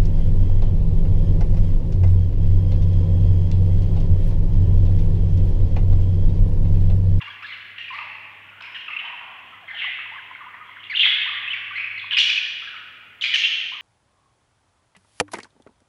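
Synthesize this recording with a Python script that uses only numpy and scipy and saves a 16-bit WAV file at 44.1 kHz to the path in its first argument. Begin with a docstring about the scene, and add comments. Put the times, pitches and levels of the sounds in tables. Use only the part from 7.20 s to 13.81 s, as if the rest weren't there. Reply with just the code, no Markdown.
"""Budgerigars chatter in a cage in a bare, hard-walled room, close to a phone.
Every note is a short gliding whistle with overtones; many are roughened into a rasp of pulses and hiss.
The room's long echo, made of fading noise, smears the notes. Birds further off twitter only through it.
Underneath are a mains hum, a plain tone of wavering level, and steady microphone hiss, filtered noise."""
import sys
import numpy as np
from scipy import signal
from scipy.fft import rfft, irfft, next_fast_len
from scipy.io import wavfile
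from scipy.ndimage import uniform_filter1d

SR = 44100
rng = np.random.default_rng(int(sys.argv[2]) if len(sys.argv) > 2 else 0)


def persist_wave(psi):
    """Save psi, clipped to +-1, as 16-bit WAV."""
    counts = np.round(np.clip(psi, -1, 1) * 32767).astype(np.int16)
    wavfile.write(sys.argv[1], SR, np.atleast_2d(counts).T)


N = 291501  # length in samples
LEAD_S = 1  # seconds worked out before the scene opens, so that the echo is already going
USUAL_HZ = 2300  # usual pitch of a note


def undb(db):
    """Turn decibels into a gain."""
    return 10 ** (np.asarray(db) / 20)


def colour(x, points):
    """Filter a sound by (Hz, dB) points, joined by straight lines over log frequency."""
    size = next_fast_len(len(x))
    hz, db = np.transpose(points)
    f = np.maximum(np.arange(size // 2 + 1) * SR / size, 1)
    gain = undb(np.interp(np.log(f), np.log(hz), db))
    return irfft(rfft(x, size) * gain, size)[:len(x)]


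# The notes of the near birds, one by one.
# Each row: start in seconds, level in dB before the beak colours it, start pitch in Hz, end pitch in Hz,
# length in seconds (at least 0.006 is played), first overtone in dB against the whistle,
# and echo in dB against the direct sound: higher for a bird further off or turned away.
NEAR_NOTES = [(.013, -35, 2750, 2810, 0.018, -31, -2), (.005, -46, 1233, 793, 0.039, -18, -1),
              (.014, -42, 3360, 3310, 0.013, -28, -4.5), (.015, -47, 1760, 1605, .021, -3, 1.7),
              (.061, -36, 2870, 2700, .014, -29, -9), (.075, -42, 2200, 2220, 0.011, -23, -13),
              (.075, -43, 1072, 1230, 0.018, 1.5, -3.5), (.1, -45, 1560, 1670, 0.018, 4, -14),
              (.118, -48, 2980, 3080, 0.017, -16, -3), (.223, -39.5, 2440, 2790, .02, -15, -2),
              (.223, -46, 1145, 1850, 0.025, -6, -0.5), (.237, -50, 3365, 3480, .024, -38, 8),
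              (.262, -48, 2020, 2160, .015, 2, -1), (.243, -38, 1696, 1780, 0.023, -10, -10.5),
              (.282, -42, 2385, 1760, 0.053, -17, 1.5), (.325, -46.5, 1783, 1580, 0.0276, -3, -7),
              (.322, -38.5, 2987, 2630, 0.038, -33, -2.5), (.58, -42, 1904, 1938, 0.022, -16, 3),
              (.58, -32.5, 2580, 2520, 0.012, -24, 5), (.642, -35.5, 2590, 2600, 0.013, -39, -7),
              (.68, -37.5, 2600, 2420, 0.029, -23, -3), (.704, -39, 1066, 983, 0.035, -16, -15.5),
              (.72, -41.5, 2096, 1973, 0.043, -14.5, 4), (.729, -37.5, 1100, 1205, 0.029, -9.5, -3),
              (.76, -44.5, 855, 1020, .007, -25, 13.5), (.786, -30, 2785, 2764, 0.0067, -30, 3),
              (.783, -38.5, 1116, 1280, 0.02, -32, -10), (.806, -41.5, 1197, 944, 0.023, -37, -8.5),
              (1.288, -46.5, 2570, 2700, 0.021, -25, -15), (1.405, -45, 1434, 1630, 0.0087, 3.5, -0.5),
              (1.41, -42.5, 1024, 1080, 0.0054, -16, 6), (1.422, -43, 2316, 2660, 0.033, -30, 7),
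              (1.42, -42, 2590, 2600, 0.0066, 4, -3.5), (1.544, -42, 2100, 1516, 0.034, -13, -3.5),
              (1.545, -36, 3100, 2637, 0.041, -27.5, 1.5), (1.682, -27.5, 2700, 2730, 0.0085, -39, 0.5),
              (1.68, -42.5, 1400, 990, 0.03, -22, 1), (1.702, -38.5, 2264, 2060, 0.015, -28.5, 5),
              (1.73, -30, 2515, 2780, 0.015, -35, -10), (1.764, -25.5, 2590, 2730, 0.014, -47, -3),
              (1.786, -33, 3050, 2995, 0.034, -41, -3), (1.797, -40, 2960, 1560, 0.022, -30, 6),
              (1.814, -54, 647, 1020, 0.022, -22, 10), (1.841, -43.5, 850, 1150, 0.027, -15, -5.5),
              (1.858, -43.5, 1150, 850, .024, -13.5, 0.5), (1.85, -36.5, 2940, 3060, .023, -36.5, -3.5),
              (1.895, -44, 900, 1186, 0.026, -17.5, -11), (1.928, -44.5, 1150, 842, 0.031, -32, -6.5),
              (2.011, -40, 1190, 980, .006, -25, 9), (2.181, -44, 2540, 2930, 0.026, -30.5, -12),
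              (2.323, -50.5, 1303, 1330, 0.03, -16.5, -3), (2.42, -51.5, 797, 623, 0.042, -14, -4.5),
              (2.475, -48, 3370, 3160, .014, -34, -13.5), (2.48, -39.5, 2175, 1685, 0.046, -24.5, 3.5),
              (2.535, -49.5, 868, 640, 0.028, -12, -4), (2.505, -49.5, 3300, 3440, 0.042, -34, -1),
              (2.545, -40, 3270, 3240, 0.019, -44, 8), (2.57, -33, 3000, 3327, .045, -43.5, 3),
              (2.592, -33, 2896, 2420, 0.045, -54, 4.5), (2.617, -30, 2147, 2064, 0.025, -59.5, 1.2),
              (2.632, -34.5, 2840, 3100, .044, -41.5, -15),
              (2.644, -37.5, 1053, 1140, 0.0091, -10.5, -10.5), (2.66, -32.5, 1982, 2200, 0.046, -41, -6),
              (2.672, -50, 858, 673, 0.023, -16, -5.5), (2.787, -41, 1044, 1590, 0.0082, -19.5, 0),
              (2.859, -44.5, 993, 1050, 0.011, -18, -1.5), (2.915, -45.5, 830, 1266, 0.051, -12, -1),
              (2.958, -43, 1230, 990, 0.023, -32.5, -16.5), (2.981, -42, 1700, 1587, 0.021, -20, -13),
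              (3.111, -39, 974, 1130, 0.0098, -18, -8), (3.149, -35, 2184, 2190, 0.0048, -44, -5),
              (3.156, -45, 1453, 1480, 0.0063, -16, 1.5), (3.206, -43, 1300, 956, 0.027, -19, -4.5),
              (3.231, -47, 1050, 1426, 0.037, -24, -7.5), (3.262, -42.5, 950, 1090, 0.029, -42, -15.5),
              (3.284, -45, 1070, 1610, 0.011, -27.5, 2), (3.338, -42.5, 2090, 1687, 0.018, -27, -4),
              (3.343, -39, 1083, 1070, 0.0064, -20.5, -1), (3.408, -44, 1302, 1210, 0.023, -24, -6.5),
              (3.49, -42.5, 1035, 1110, 0.012, -23.5, -8.5), (3.493, -45.5, 1890, 2490, 0.011, -36, 5.5),
              (3.56, -45, 2000, 1380, .021, -20, -11), (3.595, -46.5, 3060, 3190, 0.032, -38, -5),
              (3.632, -39, 2740, 2850, .011, -36.5, 6.5), (3.633, -43, 3090, 3530, 0.026, -42, 0.3),
              (3.697, -31.5, 2400, 1720, 0.052, -12.5, -6.5), (3.739, -27.5, 2690, 2740, 0.0082, -39, -5.5),
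              (3.749, -22, 2790, 2930, 0.0073, -43.5, -14), (3.755, -24.5, 3360, 3224, .022, -33, 3.5),
              (3.77, -18, 2737, 2670, 0.012, -37.5, 0), (3.793, -16, 2877, 3160, 0.014, -39, 3.5),
              (3.805, -18, 3260, 3540, 0.024, -37.5, -0.5), (3.829, -17.5, 2510, 2746, 0.022, -40.5, -2),
              (3.832, -26, 2130, 2336, 0.031, -35, 0.5), (3.849, -31, 2184, 1650, 0.022, -12, 4.5),
              (3.852, -18, 3485, 3420, 0.025, -41.5, -5), (3.859, -41, 1383, 715, .016, -18, -4),
              (4.061, -44, 883, 1400, 0.028, -3, -12.5), (4.071, -35, 1883, 1990, 0.011, -23.5, 3.5),
              (4.09, -39, 1350, 966, 0.013, -26.5, -7), (4.118, -41, 1000, 1410, 0.0099, -17.5, 6.5),
              (4.168, -34, 1874, 1940, .015, -30, 2.5), (4.233, -35.5, 2590, 2447, 0.024, -48.5, .6),
              (4.277, -27.5, 2633, 2840, .017, -42.5, -3.5), (4.303, -26.5, 3065, 3430, 0.027, -41, -5.5),
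              (4.331, -22.5, 2605, 2740, 0.0072, -24.5, -6.5), (4.336, -29.5, 2272, 2260, .016, -25, -0.3),
              (4.508, -40, 1176, 1223, 0.017, -12, -5), (4.53, -43, 1396, 1760, 0.022, -3, -5.5),
              (4.555, -32.5, 2025, 2177, 0.03, -12.5, -5), (4.575, -26.5, 2193, 2500, 0.015, -34, 5),
              (4.595, -32.5, 2304, 2894, 0.02, -41.5, 1), (4.643, -25.5, 2480, 2590, 0.0092, -32.5, -13),
              (4.778, -34, 2090, 2190, 0.0096, -6.5, -4), (4.787, -33.5, 2550, 3290, 0.0065, -30, 0),
              (4.794, -36, 3740, 3270, 0.013, -40, 1.5), (4.842, -38.5, 1065, 1110, 0.0064, -19, -5),
              (4.908, -24, 2746, 2845, .018, -47, 7.5), (4.929, -23.5, 3060, 3200, 0.02, -44, 4),
              (4.917, -37, 1768, 1680, 0.025, -1.5, -3), (4.929, -48.5, 918, 1260, 0.033, -15, -8),
              (4.967, -17, 2373, 2630, 0.022, -9, -4), (4.982, -18, 2596, 2944, 0.024, -5, -0.8),
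              (4.998, -16.5, 3260, 3390, .02, -17, -3), (5.015, -28, 3020, 3120, .011, -20, -3.5),
              (5.084, -37.5, 1884, 1610, 0.032, -17, 2), (5.094, -18, 2643, 2410, .016, -9, -6.5),
              (5.125, -26, 3050, 3140, 0.015, -22.5, -5), (5.175, -19, 2492, 2690, 0.018, -25, -26.5),
              (5.32, -29, 3290, 3237, .008, -35, -8.5), (5.421, -48.5, 1186, 1795, 0.028, -13.5, 2.5),
              (5.471, -41.5, 1638, 1583, 0.021, -5, -6), (5.532, -45.5, 1532, 1140, 0.025, -29, 3),
              (5.565, -40, 2330, 2334, 0.01, -21, -11), (6.010, -29.5, 3098, 2930, 0.025, -15, 8),
              (6.021, -25, 2940, 3050, .016, -9, -7), (6.037, -20.5, 2570, 2530, 0.015, -10, 1.5),
              (6.054, -39, 3230, 3310, 0.0088, -36, 4), (6.129, -31.5, 1964, 1727, .037, -2.5, -6),
              (6.139, -17, 3074, 3010, 0.0244, -9, -9), (6.154, -20, 3004, 3058, 0.018, -9, 4),
              (6.183, -29, 2787, 2850, 0.056, -31.5, 6), (6.236, -18, 2653, 2760, 0.027, -28, -10),
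              (6.241, -22, 3198, 3235, 0.031, -27, -1.5), (6.26, -35, 2914, 2645, 0.047, -33, -7.5),
              (6.518, -46, 850, 1360, 0.025, -14, 1), (6.543, -49.5, 1230, 1130, 0.036, -19, -7)]


def near_birds():
    """Birds near the phone: each note is heard both straight from the beak and through the room."""
    return sing(NEAR_NOTES)


# How the beak colours every note. Each row: frequency in Hz, gain in dB.
BEAK_COLOUR = [(250, -39), (600, -4), (1500, 4), (2500, -0.5), (3600, -0.5), (4300, -3.5), (6000, -11),
               (9000, -7.5), (14000, -24)]
# Colour of the rushing air in a rasp. Each row: frequency in Hz, relative level in dB.
RASP_AIR = [(1200, -33), (2500, 10.5), (4500, 2.5), (7000, -13), (10000, -27), (13000, -22), (16000, -17)]


def sing(rows):
    """Birds sing along a time line begun LEAD_S early: one track straight to the phone, one into the room."""
    tracks = np.zeros((2, N + (LEAD_S + 1) * SR))
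    chances = np.clip(rng.standard_normal((len(rows), 3, 24)), -1.6, 1.6)
    air = colour(rng.standard_normal(tracks.shape[1]), RASP_AIR)
    air = air / np.std(air)
    for row, chance in zip(rows, chances):
        start_s, db, start_hz, end_hz, length, overtone_db, echo_db = row
        rasp = rasp_amount(db, start_hz, overtone_db, echo_db)
        i = int((start_s + LEAD_S) * SR)
        sound = note(db, start_hz, end_hz, length, overtone_db, rasp, chance, air[i:])
        tracks[:, i:i + len(sound)] += sound * undb([[0], [echo_db]])
    return [colour(track, BEAK_COLOUR)[:N + LEAD_S * SR] for track in tracks]


RASP_USUAL, RASP_PER_OCTAVE, RASP_PER_OVERTONE_DB, RASP_PER_ECHO_DB = .33, .1, .012, .03
HARSH_DB = -42  # an overtone louder than this adds rasp


def rasp_amount(db, start_hz, overtone_db, echo_db):
    """A voice gets rougher at higher pitch, with loud overtones, and for birds calling from further off."""
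    from_pitch = RASP_PER_OCTAVE * np.log2(start_hz / USUAL_HZ)
    from_overtone = RASP_PER_OVERTONE_DB * max(db + overtone_db - HARSH_DB, 0)
    return RASP_USUAL + from_pitch + from_overtone + RASP_PER_ECHO_DB * echo_db


OVERTONE_FALL_DB = -23  # from each overtone to the next
RASP_HZ = 257.55  # pulses a second, before chance shifts their spacing
# at full rasp: pitch spread of the pulses (share), and decay of a pulse (nepers a period)
RASP_SCATTER, RASP_DAMP = 0.1077, 4.8
TREMBLE, FLICK = 0.0319, .15  # pitch unsteadiness, and pitch drop at the end (shares, scaled by chance)
AIR_DB = 6.5  # air hiss against the first overtone, at full rasp
ATTACK_S, BRIGHTEN_S = 0.0018, 0.0052  # the whistle starts fast; overtones and hiss follow as the beak opens


def note(db, start_hz, end_hz, length, overtone_db, rasp, chance, air):
    """A gliding whistle; in a rasp the voice breaks into damped pulses of varied pitch, size and spacing."""
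    t = np.arange(int(max(length, .006) * SR)) / SR
    along = t / t[-1]  # 0 at the start of the note, 1 at its end
    rasp = np.clip(rasp, 0, 1)
    pitch, size, spacing = chance

    # count pulses along the note: the whole part is which pulse, the rest how far through it
    count = np.arange(len(pitch))
    gaps = np.exp(.3 * spacing) / RASP_HZ
    cycle = np.interp(t, np.cumsum(gaps) - gaps[0], count)
    pulse = cycle.astype(int)

    stray = TREMBLE * np.interp(cycle, count, size) + RASP_SCATTER * rasp * pitch[pulse]
    stray = stray - FLICK * np.abs(pitch[-1]) * along ** 4  # the pitch sags as the push runs out
    hz = start_hz * (end_hz / start_hz) ** along * np.exp(stray)
    phase = 2 * np.pi * np.cumsum(hz) / SR

    opening = np.minimum(t / BRIGHTEN_S, 1)
    overtones = sum(undb(overtone_db + k * OVERTONE_FALL_DB) * np.sin((k + 2) * phase) for k in range(3))
    tone = np.sin(phase) + opening * (1 - .5 * rasp) * overtones

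    pulses = np.exp(-RASP_DAMP * rasp * (cycle - pulse)) * undb(2.24 * rasp * size[pulse])
    pulses = uniform_filter1d(pulses, size=int(0.00058 * SR))  # the syrinx cannot open at once
    pulses = pulses / np.sqrt(np.mean(pulses ** 2))

    hiss = opening * rasp * undb(overtone_db + AIR_DB) * air[:len(t)]
    hiss = hiss * np.sqrt(pulses)  # the square root keeps more hiss between pulses

    shape = np.minimum(t / ATTACK_S, 1) * np.cos(np.pi / 2 * along ** 2)
    shape = shape / np.sqrt(np.mean(shape ** 2))
    return np.sqrt(2) * undb(db) * (tone * pulses + hiss) * shape


# How loud the far birds are. Each row: time in seconds, usual level of one note in dB before the beak.
FAR_LEVEL = [(-1.5, -45), (-0.39, -39.5), (0.1, -56), (-0.5, -52.5), (3, -53.5), (3.5, -52.5), (4.5, -47),
             (4, -63), (7.5, -51)]
FAR_RATE = 60  # notes a second
FAR_SPREAD, FAR_SCATTER_DB = .25, 2.5  # chance spread of pitch (share) and of level


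def far_birds():
    """Random twitter around the usual pitch, already going when the scene opens, for the room alone."""
    delay, pitch, glide, loudness = rng.standard_normal((int(FAR_RATE * (N / SR + LEAD_S)), 4)).T
    start_s = (np.arange(len(delay)) + np.abs(delay)) / FAR_RATE - LEAD_S
    start_hz = USUAL_HZ * np.exp(FAR_SPREAD * np.clip(pitch, -3, 1.2))
    end_hz = start_hz * np.exp(0.126 * glide)
    db = np.interp(start_s, *np.transpose(FAR_LEVEL)) + FAR_SCATTER_DB * loudness
    rows = [(s, level, a, b, .02, -30, 0) for s, level, a, b in zip(start_s, db, start_hz, end_hz)]
    direct, into_room = sing(rows)
    return into_room


# How the bare room rings. Each row: frequency in Hz, time to fade by 60 dB in seconds,
# starting level in dB against the other rows.
ROOM_RING = [(500, 6.1, -9), (960, 1.7, -4), (2070, 1.95, -2), (3240, 1.344, -2.5), (5900, 0.99, 2.5),
             (10000, 0.41, 1)]
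ROOM_DB, ROOM_RISE_S = 6, 0.0063  # gain of the whole echo, and time constant of its build-up


def room(x):
    """Dense echo: noise in third-octave bands, each dying at its own rate after a short build-up."""
    t = np.arange(2 * SR) / SR
    hz, t60, db = np.transpose(ROOM_RING)
    spectrum = rfft(rng.standard_normal(len(t)))
    f = np.maximum(np.arange(SR + 1) / 2, 1)
    echo = 0
    for centre in 300 * 2 ** np.arange(0, 6, 1 / 3):
        weight = np.clip(1 - 3 * np.abs(np.log2(f / centre)), 0, 1)  # bands overlap like tents
        band = irfft(spectrum * weight)
        at = np.log(centre), np.log(hz)
        fade_db = np.interp(*at, db) - 60 * t / np.interp(*at, t60)
        echo = echo + band * undb(fade_db)
    echo = echo * (1 - np.exp(-t / ROOM_RISE_S))
    return signal.fftconvolve(x, echo * undb(ROOM_DB) / np.sqrt(SR / 8))[:len(x)]


# How the hum swells and fades. Each row: time in seconds, level in dB.
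HUM_LEVEL = [(0.0, -58), (0.05, -58), (0.29, -65), (1.31, -62), (1.8, -76.5), (2.7, -66.5), (3.16, -69),
             (4.84, -59), (5.49, -72), (5.52, -68), (6.61, -79.5)]


def mains_hum():
    """Mains hum: a plain 100 Hz tone that swells and fades."""
    t = np.arange(N) / SR
    level = undb(np.interp(t, *np.transpose(HUM_LEVEL)))
    return np.sqrt(2) * level * np.sin(2 * np.pi * 100 * t)


# Colour of the microphone hiss. Each row: frequency in Hz, relative level in dB per Hz.
HISS_COLOUR = [(25, -16.5), (45, -11), (80, -1), (200, -2), (500, -5), (1500, -8), (5000, -25),
               (9000, -27.5), (16000, -27.5)]
HISS_DB = -61  # overall level


def microphone_hiss():
    """Microphone hiss: steady random noise, strongest in the bass."""
    hiss = colour(rng.standard_normal(N), HISS_COLOUR)
    return hiss * undb(HISS_DB) / np.std(hiss)


def scene():
    """Near birds direct and echoed, far birds only echoed, over hum and hiss."""
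    direct, into_room = near_birds()
    birds = direct + room(into_room + far_birds())
    return (birds[LEAD_S * SR:] + mains_hum() + microphone_hiss())[None]


def record(dry):
    """The phone cuts the top: a steep filter removes what lies above 15750 Hz."""
    top_cut = signal.ellip(10, .2, 60, 15750, fs=SR, output="sos")
    return signal.sosfilt(top_cut, dry)


dry = scene()
out = record(dry)
persist_wave(out)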